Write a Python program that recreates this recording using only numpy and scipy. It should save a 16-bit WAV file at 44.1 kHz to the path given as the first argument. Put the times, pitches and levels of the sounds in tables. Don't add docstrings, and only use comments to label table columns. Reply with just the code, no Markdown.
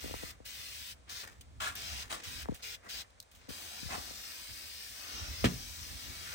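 import sys
import numpy as np
from scipy import signal
from scipy.fft import rfft, irfft, next_fast_len
from scipy.io import wavfile
from scipy.ndimage import uniform_filter1d

SR = 44100
rng = np.random.default_rng(int(sys.argv[2]) if len(sys.argv) > 2 else 0)


def inscribe(sig):
    pcm = np.round(np.clip(np.atleast_2d(sig).T, -1, 1) * 32767)
    wavfile.write(sys.argv[1], SR, pcm.astype(np.int16))


N = 279594
TIME, BINS = np.arange(N) / SR, np.fft.rfftfreq(N, 1 / SR)


def gain_of(db):
    return 10 ** (np.asarray(db) / 20)


def evened(x):
    return x / np.sqrt(np.mean(x ** 2) + 1e-20)


def read(points, hz):
    f, value = np.transpose(points)
    return np.interp(np.log(hz + 1), np.log(f + 1), value)


def follow(table, before=None):
    s, *columns = np.transpose(table)
    return [np.interp(TIME, s, column, left=before) for column in columns]


def balance(left_db):
    return gain_of(left_db * np.array([[.5], [-.5]]))


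# [pitch_hz, likeness 0-1]
PORT_LIKENESS = [(100, .9), (700, .5), (7200, .35), (10200, .75), (10600, 1), (12100, 1), (12700, .75),
                 (14200, .98)]


def paired(x):
    a, b = rfft(x)
    same = np.clip(read(PORT_LIKENESS, BINS), 0, 1)
    return irfft(np.array([a, same * a + np.sqrt(1 - same ** 2) * b]), N)


def ports(x, lead_rad):
    left, right = rfft(x)
    return irfft(np.array([left, right * np.exp(-1j * lead_rad)]), N)


def coloured(x, db):
    return irfft(rfft(x) * gain_of(db), N)


def split(x, hz, order=10):
    size = next_fast_len(N, real=True)
    bins = np.fft.rfftfreq(size, 1 / SR)
    low = irfft(rfft(x, size) / (1 + (bins / hz) ** order), size)[:, :N]
    return low, x - low


def resonate(x, hz, width_hz):
    turn = np.exp(2j * np.pi * np.cumsum(hz) / SR)
    r = np.exp(-np.pi * width_hz / SR)
    return 2 * (turn * signal.lfilter([1 - r], [1, -r], x / turn)).real


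def noise(spectrum):
    return evened(coloured(paired(rng.standard_normal((2, N))), read(spectrum, BINS)))


def wander(hz):
    size = 8192
    rates = np.fft.rfftfreq(size, TIME[-1] / size)
    slow = irfft(rfft(rng.standard_normal(size)) / (1 + (rates / hz) ** 4), size)
    return evened(np.interp(TIME, np.linspace(0, TIME[-1], size), slow))


def patches(shape, frames=12, bins=9):
    z = rng.standard_normal(shape)
    for _ in range(2):
        z = uniform_filter1d(uniform_filter1d(z, bins, axis=0), frames, axis=1)
    return evened(z)


def gate(start, end, rise, fall):
    level = np.zeros(N)
    span = slice(*np.searchsorted(TIME, [start, end + 20 * fall]))
    t = TIME[span]
    level[span] = np.clip((t - start) / rise, 0, 1) * np.exp(-np.maximum(t - end, 0) / fall)
    return level


# [pitch_hz, density_db per Hz]
AIR_SPECTRUM = [(80, 0), (200, -25), (550, -4), (1000, -9), (4000, -16.5), (9000, -19.5), (12000, -38)]


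def still_air(level_db=-65.5):
    return gain_of(level_db) * noise(AIR_SPECTRUM)


# [pitch_hz, t60_s]
GARAGE_DECAY = [(1500, 0.3), (4000, 0.77), (15000, 0.17)]


def garage(x, level_db=-14.0):
    hz, t, z = signal.stft(rng.standard_normal((2, SR)), SR, nperseg=256)
    decay = np.exp(-np.log(1000) * t / read(GARAGE_DECAY, hz)[:, None])
    tail = signal.istft(z * decay, SR, nperseg=256)[1]
    wet = signal.fftconvolve(x[:1], tail / np.linalg.norm(tail[0]), axes=1)[:, :N]
    colour = [(200, 6.5), (1500, 4.0), (4000, -21.5), (9000, -7.5), (13000, -1)]  # Hz, dB
    return gain_of(level_db) * coloured(paired(wet), read(colour, BINS))


# [start_s, end_s, level_db before the lumps]
ARM_SWINGS = [(0, 0.15, -48), (1.283, 1.665, -53), (1.666, 2.06, -53), (2.251, 2.442, -49),
              (3.795, 4.06, -55.5), (5.13, 5.416, -45.5), (5.518, 6.3, -50)]
# [pitch_hz, density_db per Hz]
RUMBLE_SPECTRUM = [(25, -7), (52, -1), (76, 2), (110, -9.5), (150, -17.5), (260, -17.5), (1000, -56.5)]


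def rumble(left_db=-1.5, lumps_db=3.0, lumps_hz=12, resting_db=-60.5, rise_s=0.016, fall_s=.13, lead_rad=-1):
    swings = sum(gain_of(db) * gate(start, end, rise_s, fall_s) for start, end, db in ARM_SWINGS)
    grip = np.maximum(swings, gain_of(resting_db))
    lumps = evened(gain_of(lumps_db * wander(lumps_hz)))
    return ports(grip * lumps * noise(RUMBLE_SPECTRUM), lead_rad) * balance(left_db)


def thump(s, db, bright_hz, lag_cycles, thin, size=8192):
    hz = np.fft.rfftfreq(size, 1 / SR) + 10
    bass_cut = (hz / np.hypot(hz, thin * bright_hz)) ** 2
    level = bass_cut / np.sqrt(1 + (hz / bright_hz) ** 8)
    late_bass = np.exp(-2j * np.pi * lag_cycles * np.log(hz))
    pulse = np.roll(irfft(level * late_bass, size), size // 2)
    when = s + (np.arange(size) - size / 2) / SR
    return gain_of(db) * np.interp(TIME, when, pulse / abs(pulse).max(), left=0, right=0)


# [start_s, level_db before rattle and balance, brightness_hz]
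CASING_BUMPS = [(0.039, -41.5, 810), (0.0421, -34.5, 477), (.058, -37, 520), (.08, -42, 850),
                (.096, -41, 750), (.109, -35, 600), (0.1397, -30.5, 910), (0.227, -44.5, 560),
                (0.233, -34, 580), (.402, -44.5, 630), (2.4567, -36, 1450), (2.486, -28.5, 880),
                (2.4907, -25, 320), (2.519, -32.5, 414), (2.525, -43, 546), (3.484, -46, 650),
                (3.488, -38, 325), (3.503, -38.5, 540), (3.827, -38, 263), (3.853, -36, 147),
                (3.978, -38, 450), (4.108, -42, 720)]


def bumps(left_db=4, rattle_db=-13, rattle_s=.011, lead_rad=-2.05):
    x = sum(thump(*row, lag_cycles=1.2, thin=0.037) for row in CASING_BUMPS)
    t = TIME[:SR // 10]
    tail = rng.standard_normal((2, len(t))) * np.exp(-t / rattle_s)
    rattle = signal.oaconvolve(x[None], tail / np.linalg.norm(tail[0]), axes=1)[:, :N]
    return ports(x + gain_of(rattle_db) * rattle, lead_rad) * balance(left_db)


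def strike(s, db, bright_hz, modes, lag_cycles):
    hz, mode_db, t60 = np.transpose(modes)[:, :, None]
    span = slice(int(s * SR), int(s * SR) + SR // 2)
    t = np.maximum(TIME[span] - s - lag_cycles / hz, 0)
    treble_loss = np.sqrt(1 + (hz / bright_hz) ** 6)
    bass_loss = np.minimum(hz / bright_hz, 1) ** 1.87
    weight = gain_of(mode_db) / treble_loss * bass_loss
    rings = weight * np.sin(2 * np.pi * hz * t) * np.exp(-np.log(1000) * t / t60)
    shares = 1 + .06 * np.outer([1, -1], rng.standard_normal(len(hz)))
    out = np.zeros((2, N))
    out[:, span] = shares @ rings
    return gain_of(db) * out / np.linalg.norm(weight)


# [start_s, boom_db before the boom trim, brightness_hz, clatter_db]
KNOCK_CONTACTS = [(5.4418, -19.5, 520, -24.5), (5.446, -35, 424, -36), (5.4542, -19, 190, -30),
                  (5.539, -38, 95, -62)]
# [pitch_hz, level_db, t60_s]
CAB_MODES = [(72.4, 4.5, 0.25), (128, 11, 0.13), (161.3, 3.5, 0.19), (182, 1, 0.25), (237, 12.5, 0.074),
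             (457, 13, 0.055), (544, 17, 0.033), (650, 8, 0.065)]
# [pitch_hz, density_db per Hz]
CLATTER_SPECTRUM = [(60, -6), (300, 7), (800, -10), (1400, -3.5), (3100, -2), (4200, -7.5), (5600, -13.5),
                    (15500, -24)]


def knock(decay_s=0.013, boom_db=1, thud_db=-16.5, thud_hz=620):
    boom = sum(strike(s, db, hz, CAB_MODES, lag_cycles=0.092) for s, db, hz, _ in KNOCK_CONTACTS)
    clatter = sum(gain_of(db) * gate(s, s, 0.0012, decay_s) for s, _, _, db in KNOCK_CONTACTS)
    thud = thump(KNOCK_CONTACTS[0][0], thud_db, thud_hz, lag_cycles=.8, thin=.8)
    return gain_of(boom_db) * boom + thud + clatter * noise(CLATTER_SPECTRUM)


# [start_s, level_db, ring_hz, decay_s]
NOZZLE_SPITS = [(1.41, -48, 3060, 0.008), (1.754, -41, 12700, 0.0041), (2.545, -49.5, 2750, 0.026),
                (3.104, -61, 3470, 0.0027), (3.2017, -37, 4300, 0.0022), (3.211, -59, 4000, 0.0094),
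                (3.226, -52, 4050, 0.0039), (3.314, -58.5, 2880, 0.019), (3.349, -59.5, 2980, 0.032)]


def spits(width_hz=700, crack_db=-5):
    puff = noise([(300, -11), (3000, -4), (9000, 10.5), (15000, 13)])
    out = np.zeros((2, N))
    for s, db, hz, decay in NOZZLE_SPITS:
        ring = signal.lfilter(*signal.iirpeak(hz, hz / width_hz, SR), puff)
        out += gain_of(db) * gate(s, s, 0.000054, decay) * (evened(ring) + gain_of(crack_db) * puff)
    return out


def glancing(x, echo, patchy_db, sway=.015, count=7):
    hz, t, z = signal.stft(x, SR, nperseg=1024, noverlap=768)
    comb = np.ones(z.shape, complex)
    for port in comb:
        delays_s = np.geomspace(.0014, .01, count) * rng.uniform(.8, 1.2, count)
        for delay in delays_s:
            drift, strength = (np.interp(t, TIME, wander(rate_hz)) for rate_hz in (1, 4))
            moving_delay = delay * (1 + sway * drift)
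            port += echo * strength * np.exp(-2j * np.pi * hz[:, None] * moving_delay)
    comb /= np.sqrt(np.mean(abs(comb) ** 2, axis=1, keepdims=True))
    comb *= gain_of(patchy_db * patches(z.shape[1:]))
    return signal.istft(z * comb, SR, nperseg=1024, noverlap=768)[1][:, :N]


# [pitch_hz, left_minus_right_db]
CAN_SIDE = [(600, 2), (2500, -.5), (3600, 2), (5000, 5.5), (6400, 6.5), (7900, 0)]


def spray_noise(spectrum, echo, flutter_db, patchy_db):
    x = paired(glancing(rng.standard_normal((2, N)), echo, patchy_db))
    side_db = read(CAN_SIDE, BINS) * np.array([[.5], [-.5]])
    x = coloured(x, read(spectrum, BINS) + side_db)
    return evened(x) * gain_of(flutter_db * wander(210))


# [open_s, close_s, level_db before the band trims,
# splash_db re hiss and wash_db re hiss (both before the trims), seep_s before opening,
# seep_db re level_db, seep_brightness_hz, dribble_decay_s]
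VALVE_PRESSES = [(0, 0.311, -53, -3.5, -9.5, 0.086, 10.5, 4000, 0.027),
                 (0.448, 0.925, -52, -5.5, -15, 0.0075, -4, 6000, 0.0025),
                 (1.089, 1.223, -48.5, -7, -11.5, 0.022, -6, 5000, 0.063),
                 (1.749, 2.031, -47.5, -6, -10, 0.034, -4.5, 5050, 0.038),
                 (2.23, 2.431, -50, -2.5, -11, 0.14, 0.5, 8000, 0.038),
                 (2.621, 2.751, -48, -5, -14.5, 0.14, -8, 7200, 0.0044),
                 (2.886, 3.019, -49, -5.5, -11.5, 0.067, 0, 2240, 0.0081),
                 (3.485, 6.4, -51, -9, -7.5, 0.19, -6.5, 7300, 0.0091)]


def leaks(dribble_rise=0.013, fall=0.0019, sputter_db=3.0, sputter_hz=30, top_db=-11, build=1.0,
          dribble_db=-1, foam_db=-16, foam_decay=0.093):
    spectrum = [(300, -5.5), (1000, -4.5), (1800, -1), (2900, -5.5),
                (9000, -10.5), (12000, -17), (15500, -17)]
    x = spray_noise(spectrum, echo=.16, flutter_db=2, patchy_db=.6)
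    foam = split(x, 2800)[0]
    out = np.zeros((2, N))
    for start, end, db, _, _, seep, seep_db, bright_hz, dribble in VALVE_PRESSES:
        low, top = split(x, bright_hz)
        crack = low + gain_of(top_db) * top
        out += gain_of(db + seep_db) * gate(start - seep, start, build * seep, fall) * crack
        out += gain_of(db + dribble_db) * gate(end, end, dribble_rise, dribble) * x
        out += gain_of(db + foam_db) * gate(end, end, dribble_rise, foam_decay) * foam
    return out * gain_of(sputter_db * wander(sputter_hz))


# [start_s, end_s, level_db, rise_s, fall_s,
# tilt_db per octave, hollow_hz, hollow_lift_db, standing_wave_share 0-1]
EDGE_ROARS = [(1.6, 1.678, -36, 0.0063, 0.035, 1, 1390, 6, 0.96),
              (2.095, 2.143, -37.5, 0.015, 0.027, -0.1, 950, 1, 0.13),
              (3.881, 3.951, -38.5, 0.04, 0.023, -2, 875, 5, 0.17)]
# [pitch_hz, density_db per Hz]
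ROAR_SPECTRUM = [(250, -6.5), (600, -2), (820, 0), (1100, 1.5), (2100, 0.5), (3300, 0.5), (5500, -5.5),
                 (8500, -6), (11500, -13.5), (15500, -16)]
# [pitch_hz, lift_db at full share]
HOLLOW_WAVES = [(630, 11), (1075, -1), (1145, 9), (1380, 11), (1668, 8), (1744, 2), (2585, 15), (3350, 12)]


def roars(hollow_octaves=0.66, wave_width_hz=24):
    x = spray_noise(ROAR_SPECTRUM, echo=.24, flutter_db=1.7, patchy_db=1.5)
    waves_db = sum(db / (1 + ((BINS - hz) / wave_width_hz) ** 2) for hz, db in HOLLOW_WAVES)
    out = np.zeros((2, N))
    for start, end, db, rise, fall, tilt, hollow_hz, lift_db, share in EDGE_ROARS:
        octaves = np.log2((BINS + 1) / hollow_hz)
        tilt_db = tilt * np.maximum(octaves, -2)
        hollow_db = lift_db * np.exp(-(octaves / hollow_octaves) ** 2)
        roar = evened(coloured(x, tilt_db + hollow_db + share * waves_db))
        out += gain_of(db) * gate(start, end, rise, fall) * roar
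    return out


def pressed(start, end, rise=0.0088, fall=0.0086):
    return gate(start, end, rise, fall)


# [pitch_hz, density_db per Hz before the bands are levelled]
JET_SPECTRUM = [(150, -8.5), (550, -3), (850, -2.5), (1180, -2.5), (1450, -1.5), (2300, -12.5),
                (3200, -9.5), (5500, -4), (6500, 0.5), (7100, 2), (8000, 9), (10000, 9.5), (11600, 2.5),
                (13000, 9), (15500, 7)]
# [time_s, nearness_db, extra_splash_db]
CAN_SWEEP = [(4.1, -1, 2.5), (4.9, -3.5, 4.5), (5.18, 2, 1.5), (5.65, -2.5, 1.5), (5.95, -1.5, 2.5),
             (6.34, 0.5, 5.5)]
# [time_s, lower_hz, upper_hz, upper_db re lower]
GAP_RESONANCES = [(.02, 3100, 5230, -16), (.24, 2230, 3100, -18), (.8, 2480, 3040, 3),
                  (1.15, 4250, 6200, -14), (1.92, 2680, 5400, -3), (2.33, 3560, 5600, -3),
                  (2.68, 2230, 3900, -18), (2.95, 3000, 4200, 7.5), (3.6, 3060, 4670, -19),
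                  (3.95, 2430, 5200, 1), (4.65, 2790, 4700, 10), (5.1, 2850, 5900, 6.5),
                  (5.35, 2750, 5430, 9), (5.85, 4280, 6000, 10.5), (6.16, 2090, 4500, -6)]


def jet(hiss_db=2, splash_db=2, wash_db=3.0, fizz_db=-51.5, ring=0.32, ring_width_hz=800,
        wash_follows=1.77, ring_follows=1):
    near_db, extra_splash_db = follow(CAN_SWEEP, before=0)
    x = spray_noise(JET_SPECTRUM, echo=.28, flutter_db=.5, patchy_db=1.1)
    low, x = split(x, 2730, order=6)
    middle, x = split(x, 2470, order=8)
    high, top = split(x, 5710)
    hiss = gain_of(hiss_db) * evened(high)
    splash = gain_of(splash_db + extra_splash_db) * evened(middle)
    wash = gain_of(wash_db + wash_follows * near_db) * evened(low)
    surface, flow = np.zeros((2, N)), np.zeros(N)
    for start, end, db, splashy_db, washy_db, *_ in VALVE_PRESSES:
        valve = pressed(start, end)
        spray = hiss + gain_of(splashy_db) * splash + gain_of(washy_db) * wash
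        surface += valve * gain_of(db) * spray
        flow += valve
    lower_hz, upper_hz, upper_db = follow(GAP_RESONANCES)
    standing = resonate(surface, lower_hz, ring_width_hz)
    standing = standing + gain_of(upper_db) * resonate(surface, upper_hz, ring_width_hz)
    share = ring * gain_of(ring_follows * near_db)
    struck = gain_of(near_db) * (surface + share * standing) / (1 + share / 2)
    return struck + gain_of(fizz_db) * flow * evened(top)


# [pitch_hz, lead_rad]
AIRBORNE_LEAD = [(120, .2), (400, 1.1), (700, 1.7), (1100, 4.4), (1500, 4.2), (2100, 6.3), (2900, 9.4),
                 (3800, 12.6), (6000, 19.3), (8300, 18.8), (9700, 17.6), (10600, 15.71), (12100, 15.71),
                 (12700, 14.4), (14000, 12.57)]


def scene():
    near = jet() + roars() + leaks() + spits() + knock()
    airborne = near + garage(near) + still_air()
    return ports(airborne, read(AIRBORNE_LEAD, BINS)) + rumble() + bumps()


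def record(dry, bass_cut_hz=46, edge_hz=15950):
    cut = signal.sosfilt(signal.butter(4, bass_cut_hz, "highpass", fs=SR, output="sos"), dry)
    band_limit = signal.firwin(511, edge_hz, window=("kaiser", 9), fs=SR)
    return signal.oaconvolve(cut, band_limit[None], "same")


dry = scene()
out = record(dry)
inscribe(out)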